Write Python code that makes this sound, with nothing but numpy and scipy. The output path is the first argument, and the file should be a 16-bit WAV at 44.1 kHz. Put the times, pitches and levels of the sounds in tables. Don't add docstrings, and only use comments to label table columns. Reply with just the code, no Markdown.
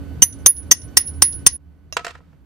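import sys
import numpy as np
from scipy import signal
from scipy.fft import rfft, irfft, next_fast_len
from scipy.io import wavfile
from scipy.ndimage import map_coordinates

SR = 44100
rng = np.random.default_rng(int(sys.argv[2]) if len(sys.argv) > 2 else 0)


def undo_db(level):
    steps = np.asarray(level, float) / 20
    return 10 ** steps


def materialize(psi):
    bounded = np.clip(np.atleast_2d(psi).T, -1, 1)
    quanta = np.round(bounded * 32767).astype(np.int16)
    wavfile.write(sys.argv[1], SR, quanta)


N = 108045
TIME_S = np.arange(N) / SR


def unit(x):
    return x / np.sqrt(np.mean(x ** 2) + 1e-20)


def along(points, hz):
    f, v = np.transpose(points)
    return np.interp(np.log(hz + 1), np.log(f + 1), v)


def curve(rows):
    s, v = np.transpose(rows)
    return np.interp(TIME_S, s, v)


def wobble(rate):
    knots = rng.standard_normal(int(N * rate / SR) + 4)
    return map_coordinates(knots, [np.arange(N) * rate / SR])


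def noise(n, response):
    m = next_fast_len(n + 2048)
    spectrum = rfft(rng.standard_normal((2, m))) * response(np.fft.rfftfreq(m, 1 / SR))
    return unit(irfft(spectrum, m)[:, :n])


def coloured(n, points):
    return noise(n, lambda hz: undo_db(along(points, hz)))


def blend(pair, alike):
    u = np.arccos(np.clip(alike, 0, 1)) / 2
    common, apart = np.cos(u) * pair[0], np.sin(u) * pair[1]
    return np.array([common + apart, common - apart])


def sides(pan_db):
    return undo_db(np.array([[pan_db / 2], [-pan_db / 2]]))


def split(lead):
    return lead * np.array([[.5], [-.5]])


def mode(t, hz, db, t60, pan_db, lead, start=0, glide=0):
    phase = 2 * np.pi * (hz + glide * t / 2) * t + start + split(lead)
    return undo_db(db - 60 * t / t60) * sides(pan_db) * np.sin(phase)


def add(out, s, x):
    part = out[:, round(s * SR):][:, :x.shape[1]]
    part += x[:, :part.shape[1]]


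def room(x, decay):
    hz, t, z = signal.stft(rng.standard_normal((2, SR // 4)), SR, nperseg=256)
    t60 = along(decay, hz)[:, None]
    tail = signal.istft(z * undo_db(-60 * t / t60), SR, nperseg=256)[1]
    return signal.fftconvolve(x, tail / np.linalg.norm(tail[0]), axes=1)[:, :x.shape[1]]


def after_change():
    return np.clip((TIME_S - 1.568) / 0.0016 + .5, 0, 1)


# frequency_hz, level_db (per Hz)
AIR_BEFORE = [(12, -61), (20, -27), (81, 0), (182, -15), (277, -15), (923, -34), (1530, -38), (12100, -54),
              (16000, -69)]
AIR_AFTER = [(12, -62), (20, -22.5), (70, -0.5), (127, -16), (158, -8), (222, -18.5), (285, -20),
             (422, -26), (16000, -62.5)]
# frequency_hz, likeness (0-1)
ALIKE = [(60, 0.94), (400, 0.92), (2000, 0.97), (8000, 0.18)]


def open_air():
    late, out = after_change(), 0
    for colour, db, share in ((AIR_BEFORE, -36, 1 - late), (AIR_AFTER, -50.5, late)):
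        own = coloured(N, colour)
        common = noise(N, lambda hz: undo_db(along(colour, hz)) * along(ALIKE, hz))
        out = out + share * undo_db(db + wobble(0.76)) * unit(own + common[0]) * sides(-4.5)
    return out


# pitch_hz, width_hz, before_db, after_db, left_lead_rad, left_right_db
ENGINE = [(77.3, 12, -40, -52.5, 1, -4.5), (155.9, 23, -51, -58, -0.64, -1), (277.2, 10, -48.5, -62, -1, 0)]
# time_s, level_db
LOAD = [(0, 5.5), (.4, 3), (.9, -1), (1.35, 2.5), (1.6, 4), (2.0, -1), (2.45, -5)]


def engine():
    late, out = after_change(), 0
    throb_hz, throb_db = 12, 1.5
    throb = np.cos(2 * np.pi * throb_hz * TIME_S + 0.44 * wobble(1.7) - 1.5)
    load_db = curve(LOAD)
    for hz, width, db, late_db, lead, pan in ENGINE:
        drift = np.cumsum(width / 3 * wobble(12)) * 2 * np.pi / SR
        tone = np.sin(2 * np.pi * hz * TIME_S + drift + split(lead)) * np.sqrt(2)
        level_db = db + (late_db - db) * late + load_db
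        level_db = level_db + throb_db * throb * 76 / hz + 2.2 * wobble(11)
        out = out + undo_db(level_db) * tone * sides(pan)
    return out


# order, level_db
WHINE = [(1, -64.5), (2, -74), (3, -75.5), (4, -81), (5, -84.5), (6, -77.5), (7, -81.5), (8, -73), (9, -83),
         (10, -84)]


def tape_drive():
    whine, unrest_db = 0, 1.8
    for order, db in WHINE:
        tone = np.sin(2 * np.pi * order * 1500 * TIME_S + order * order)
        whine = whine + undo_db(db + 5.5 + unrest_db * wobble(60)) * tone
    return whine * undo_db(-17 * after_change()) * sides(-2)


HEAD_HZ = [6052, 6352, 9189]
# t60_s, left_right_db, left_lead_rad
HEAD = [(0.044, -5, 1.12), (0.051, 8.5, 0.74), (0.047, -5.5, 0.79)]


def head_modes(t, head_db, hold_s):
    x = 0
    for hz, (t60, pan, lead), db in zip(HEAD_HZ, HEAD, head_db):
        x = x + mode(t, hz, db, t60, pan, lead)
    return x * undo_db(-11 * (t / hold_s) ** 2)


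# time_s, level_db
RINGS = [
    [(0.226, -31), (0.242, -20.5), (0.282, -33), (0.342, -43), (0.372, -62), (0.43, -69.5)],
    [(0.466, -13), (0.478, -14), (0.508, -12), (0.536, -30.5), (0.586, -29), (0.662, -69), (0.68, -63.5)],
    [(0.717, -37.5), (0.741, -40.5), (0.855, -46), (0.905, -87), (0.935, -73.5)],
    [(0.975, -27), (0.999, -23), (1.015, -22), (1.031, -42), (1.073, -26), (1.099, -37), (1.127, -50),
     (1.169, -53), (1.19, -59.5)],
    [(1.226, -24.5), (1.248, -15), (1.302, -31.5), (1.342, -32), (1.435, -63.5)],
    [(1.47, -26), (1.508, -35), (1.53, -27), (1.564, -35.5)],
]


def rebound_ring(t, s, ring):
    ring_hz, twin_hz, fade_t60 = 10418, 52, .12
    ring_db = np.interp(s + t, *np.transpose(ring)) + 7 + 2.2 * wobble(35)[:len(t)]
    ring_db -= 60 * np.clip(s + t - ring[-1][0], 0, 1) / fade_t60
    main = mode(t, ring_hz, ring_db, np.inf, -5, 0.39, glide=200)
    return main + mode(t, ring_hz + twin_hz, ring_db - 15, np.inf, 0, 1.7)


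LEFT_LAG = 7
# pitch_hz, level_db, t60_s, group (whole part picks the LANDING level)
STAND = [(1071, -8, .02, 0), (1928, -10, 0.018, 2.5), (5360, -8.5, .018, 2), (5648, -6.5, 0.016, 1.5),
         (2843, -13.5, 0.015, -2), (3430, -22, 0.025, 2.5), (4845, -11.5, .02, 2.5), (5180, -3, 0.019, 1),
         (5525, -7.5, 0.018, 2.5), (5898, -7.5, 0.0095, 1.5), (11070, -15, .03, 3),
         (12430, -14, 0.011, 2.5), (13140, -17, .04, 3), (14850, -12, .05, 3)]


def stand_modes(t, group_db, stretch):
    luck, x = rng.standard_normal((len(STAND), 3)), 0
    for (hz, db, t60, group), (tune, level, pan) in zip(STAND, luck):
        level_db = db + group_db[int(group)] + level
        lead = -2 * np.pi * hz * LEFT_LAG / SR
        x = x + mode(t, hz * (1 + .004 * tune), level_db, t60 * stretch, 2 * pan, lead)
    return x


# frequency_hz, level_db
CRACK = [(200, -2), (1000, -8), (3000, -5.5), (5600, -6.5), (8000, 5), (12000, -38), (16000, -32.5),
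         (21000, -34.5)]


def crack_burst(n):
    burst = blend(coloured(n, CRACK), .7)
    return np.array([np.roll(burst[0], LEFT_LAG), burst[1]])


# frequency_hz, level_db
SLAP_COLOUR = [(1500, -3), (3000, 26.5), (6000, 27.5), (8000, 23.5), (9300, 15), (10000, -30),
               (14000, -53.5)]


def wall_slap(x, t, db, t60):
    m = SR // 20
    slap = unit(room(x, [(100, t60)])[:, :m]) + .45 * coloured(m, SLAP_COLOUR)
    slap = unit(irfft(rfft(slap) * undo_db(along(SLAP_COLOUR, np.fft.rfftfreq(m, 1 / SR))), m))
    swell = 1 - np.exp(-t[:m] / 0.001)
    return undo_db(db - 60 * t[:m] / t60) * swell * slap * sides(-10.5)


# start_s, low_head_db, twin_head_db, upper_head_db
BLOWS = [
    (0.2217, 15.5, 6, 9.5),
    (.461, 5.5, 9, 8),
    (0.7126, 13, 12.5, 6.5),
    (0.9703, 0.5, -6.5, 6),
    (1.2214, -1, -15.5, 6.5),
    (1.4651, 3, 10, 17.5),
]
# crack_db, thump_db, damping_time_s, bright_db, bright_t60_s
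CONTACT = [(2, -34, 0.049, -11, 0.14), (3, -40, 0.018, -9.5, 0.18), (3, -26, 0.018, -6, 0.064),
           (3, -37.5, 0.034, -14.5, 0.077), (3, -33.5, 0.043, -12.5, 0.058), (3, -15, 0.015, -12.5, .035)]
# low_db, middle_db, broad_5khz_db, top_db, t60_stretch
LANDING = [(7.5, -3, 3.5, -9.5, 0.89), (6, 9, 6, -3, 1), (5, 0.5, 17.5, -16, 1.4),
           (-11.5, 3, 13, 5.5, 1.38), (4.5, 10, 10, -7, 0.89), (8.5, 13, 17, -19, 0.97)]
# frequency_hz, level_db
WASH = [(200, -20), (1650, -4), (1940, 9), (2250, -3), (6000, -2), (8000, -16), (12000, -34), (16000, -50)]
# frequency_hz, t60_s
GROUND = [(300, .08), (2000, .14), (6500, .15), (8000, .05), (12000, .022)]
# delay_s, level_db, t60_s
SLAPS = [
    (0.103, -45, 0.17),
    (0.165, -61, 0.28),
]
# time_s, level_db
CHANGE = [(1.5675, 0), (1.569, -28), (1.578, -28), (1.5785, -8), (1.58, -50), (1.6, -120)]


def hammer():
    out, t = np.zeros((2, N)), np.arange(SR // 2) / SR
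    for blow, contact, landing, ring in zip(BLOWS, CONTACT, LANDING, RINGS):
        s, *head_db = blow
        crack_db, thump_db, hold_s, bright_db, bright_t60 = contact
        *group_db, stretch = landing
        x = head_modes(t, head_db, hold_s) + rebound_ring(t, s, ring)
        swing_db = 14 * (t / .2) ** 2 * 2
        x += mode(t, 12096, bright_db - swing_db, bright_t60, -3.4, 0.51)
        x += mode(t, 284.7, thump_db - 6.5, 0.048, 0, 0)
        x += mode(t, 40, thump_db, .05, 8, 1.0)
        x += stand_modes(t, group_db, stretch)
        burst = crack_burst(len(t))
        wash = blend(coloured(len(t), WASH), 0.18)
        crack = burst * undo_db(-60 * t / .017) + wash * undo_db(-31 - 60 * t / 0.17)
        x += undo_db(crack_db + 3.5) * crack
        x *= 1 - np.exp(-t / 0.000047)
        add(out, s, x + undo_db(-27) * room(x, GROUND))
        lead_s = 0.004
        tick = t[t < lead_s]
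        add(out, s - lead_s, undo_db(-22.5) * burst[:, -len(tick):] * tick / lead_s)
        for delay, db, t60 in SLAPS:
            add(out, s + delay, wall_slap(x, t, db, t60))
    return out * undo_db(curve(CHANGE))


# frequency_hz, level_db
BOX_NOISE = [(150, -70), (300, -30), (500, -9), (1400, 0), (4000, -10), (8000, -19), (16000, -42)]
# time_s, level_db
RUSTLE = [(1.9, -85.5), (1.97, -54), (2.1, -48.5), (2.22, -68.5), (2.3, -72.5), (2.45, -79.5)]


def settling():
    rustle = blend(coloured(N, BOX_NOISE), .6)
    return rustle * undo_db(curve(RUSTLE) + 3 * wobble(65)) * sides(-2.5)


# start_s, peak_db, right_left_db (half of it applied)
CLINK = [
    (1.9256, -22.5, 11),
]
# pitch_hz, level_db, t60_s
TOOL = [(640, -3, 0.04), (1135, -1, 0.025), (2715, 2, 0.053), (3940, -10.5, .12), (5330, 5, 0.047),
        (5806, 3.5, 0.035), (5970, -8, 0.11), (6510, -3.5, 0.11), (9505, -16.5, 0.15), (10600, -18, 0.12),
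        (12300, -20, 0.04), (13060, -12, .06)]


def clink():
    out, t = np.zeros((2, N)), np.arange(SR // 4) / SR
    for s, db, pan in CLINK:
        for k, (hz, level, t60) in enumerate(TOOL):
            add(out, s, mode(t, hz, db - 8.5 + level, t60, -pan / 2, k))
        add(out, s, undo_db(db - 14.5 - 60 * t / 0.073) * coloured(len(t), WASH))
    return out


# start_s, peak_db, left_right_db, brightness_db_per_octave, t60_s, hollow_modes_db
KNOCKS = [(1.9673, -3, -2.5, 0, 0.035, 0.5), (1.992, -21, 2.5, -1.5, 0.034, 5), (2.009, -35, 4, -8, .03, 6),
          (2.046, -17.5, -3, 2, 0.047, 8.5), (2.066, -14.5, -4.5, 1.5, 0.02, 9.5),
          (2.079, -23.5, -5, -0.5, 0.067, -3), (2.092, -34.5, 8, -10, 0.025, 1),
          (2.106, -27, -5, -0.5, 0.038, 3), (2.152, -29.5, -3, -4, 0.042, 3),
          (2.16, -41, -1, -4.5, 0.02, 10), (2.189, -48, -6.5, -9, 0.03, 2),
          (2.204, -41.5, -1, -10, 0.022, -2), (2.329, -49, -3.5, -6.5, 0.033, 5)]
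# pitch_hz, level_db, t60_s
BOX = [(484, -11, 0.043), (686, -9.5, 0.056), (986, -7, 0.034), (1284, -20.5, 0.27), (1393, 4.5, 0.017),
       (1837, 2.5, 0.019), (2290, -13, 0.035), (2690, -9.5, 0.037), (3480, -33, 0.038), (4460, -23, 0.023),
       (5380, -13.5, 0.023), (7580, -14.5, 0.029)]


def tool_box():
    out, t = np.zeros((2, N)), np.arange(SR // 4) / SR
    hollow_hz = 800
    for s, db, pan, tilt_db, t60, hollow_db in KNOCKS:
        luck, ring = rng.standard_normal((len(BOX), 2)), 0
        for (hz, level, mode_t60), (tune, loud) in zip(BOX, luck):
            level_db = level - 5 + 2 * loud + hollow_db * (hz < hollow_hz) + tilt_db * np.log2(hz / 1400)
            ring = ring + mode(t, hz * (1 + 0.0136 * tune), level_db, mode_t60, 0, 0.25)

        def colour(hz):
            octaves = np.log2(np.maximum(hz, hollow_hz / 2) / 1400)
            return undo_db(along(BOX_NOISE, hz) + tilt_db * octaves)

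        burst = blend(noise(len(t), colour), 0.58)
        x = ring + burst * undo_db(-4 - 60 * t / t60)
        x = undo_db(db - 3.5) * x * sides(pan) * (1 - np.exp(-t / 0.00073))
        add(out, s, x + undo_db(-15.5) * room(x, GROUND))
    return out


def lagged(x, s):
    k = np.exp(-1 / (s * SR))
    return signal.lfilter([1 - k], [1, -k], x)


def scene():
    return open_air() + engine() + tape_drive() + hammer() + settling() + clink() + tool_box()


def low_pass(x):
    return signal.sosfilt(signal.butter(12, 20000, fs=SR, output="sos"), x)


def record(dry):
    clip_top, hardness = 1, 58
    x = dry / (1 + np.abs(dry / clip_top) ** hardness) ** (1 / hardness)
    attack_s, release_s, duck_db = 0.013, 0.058, 11
    overload = np.abs(x).mean(axis=0) > clip_top * .75
    charge = lagged(lagged(lagged(overload, attack_s), attack_s), release_s)
    x = x * undo_db(-duck_db * charge / charge.max())
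    hz = np.fft.rfftfreq(N, 1 / SR)
    shelf_db = -21.5 / (1 + np.exp((16000 - hz) / 50))
    x = irfft(rfft(x) * undo_db(shelf_db), N)
    return low_pass(x)


dry = scene()
out = record(dry)
materialize(out)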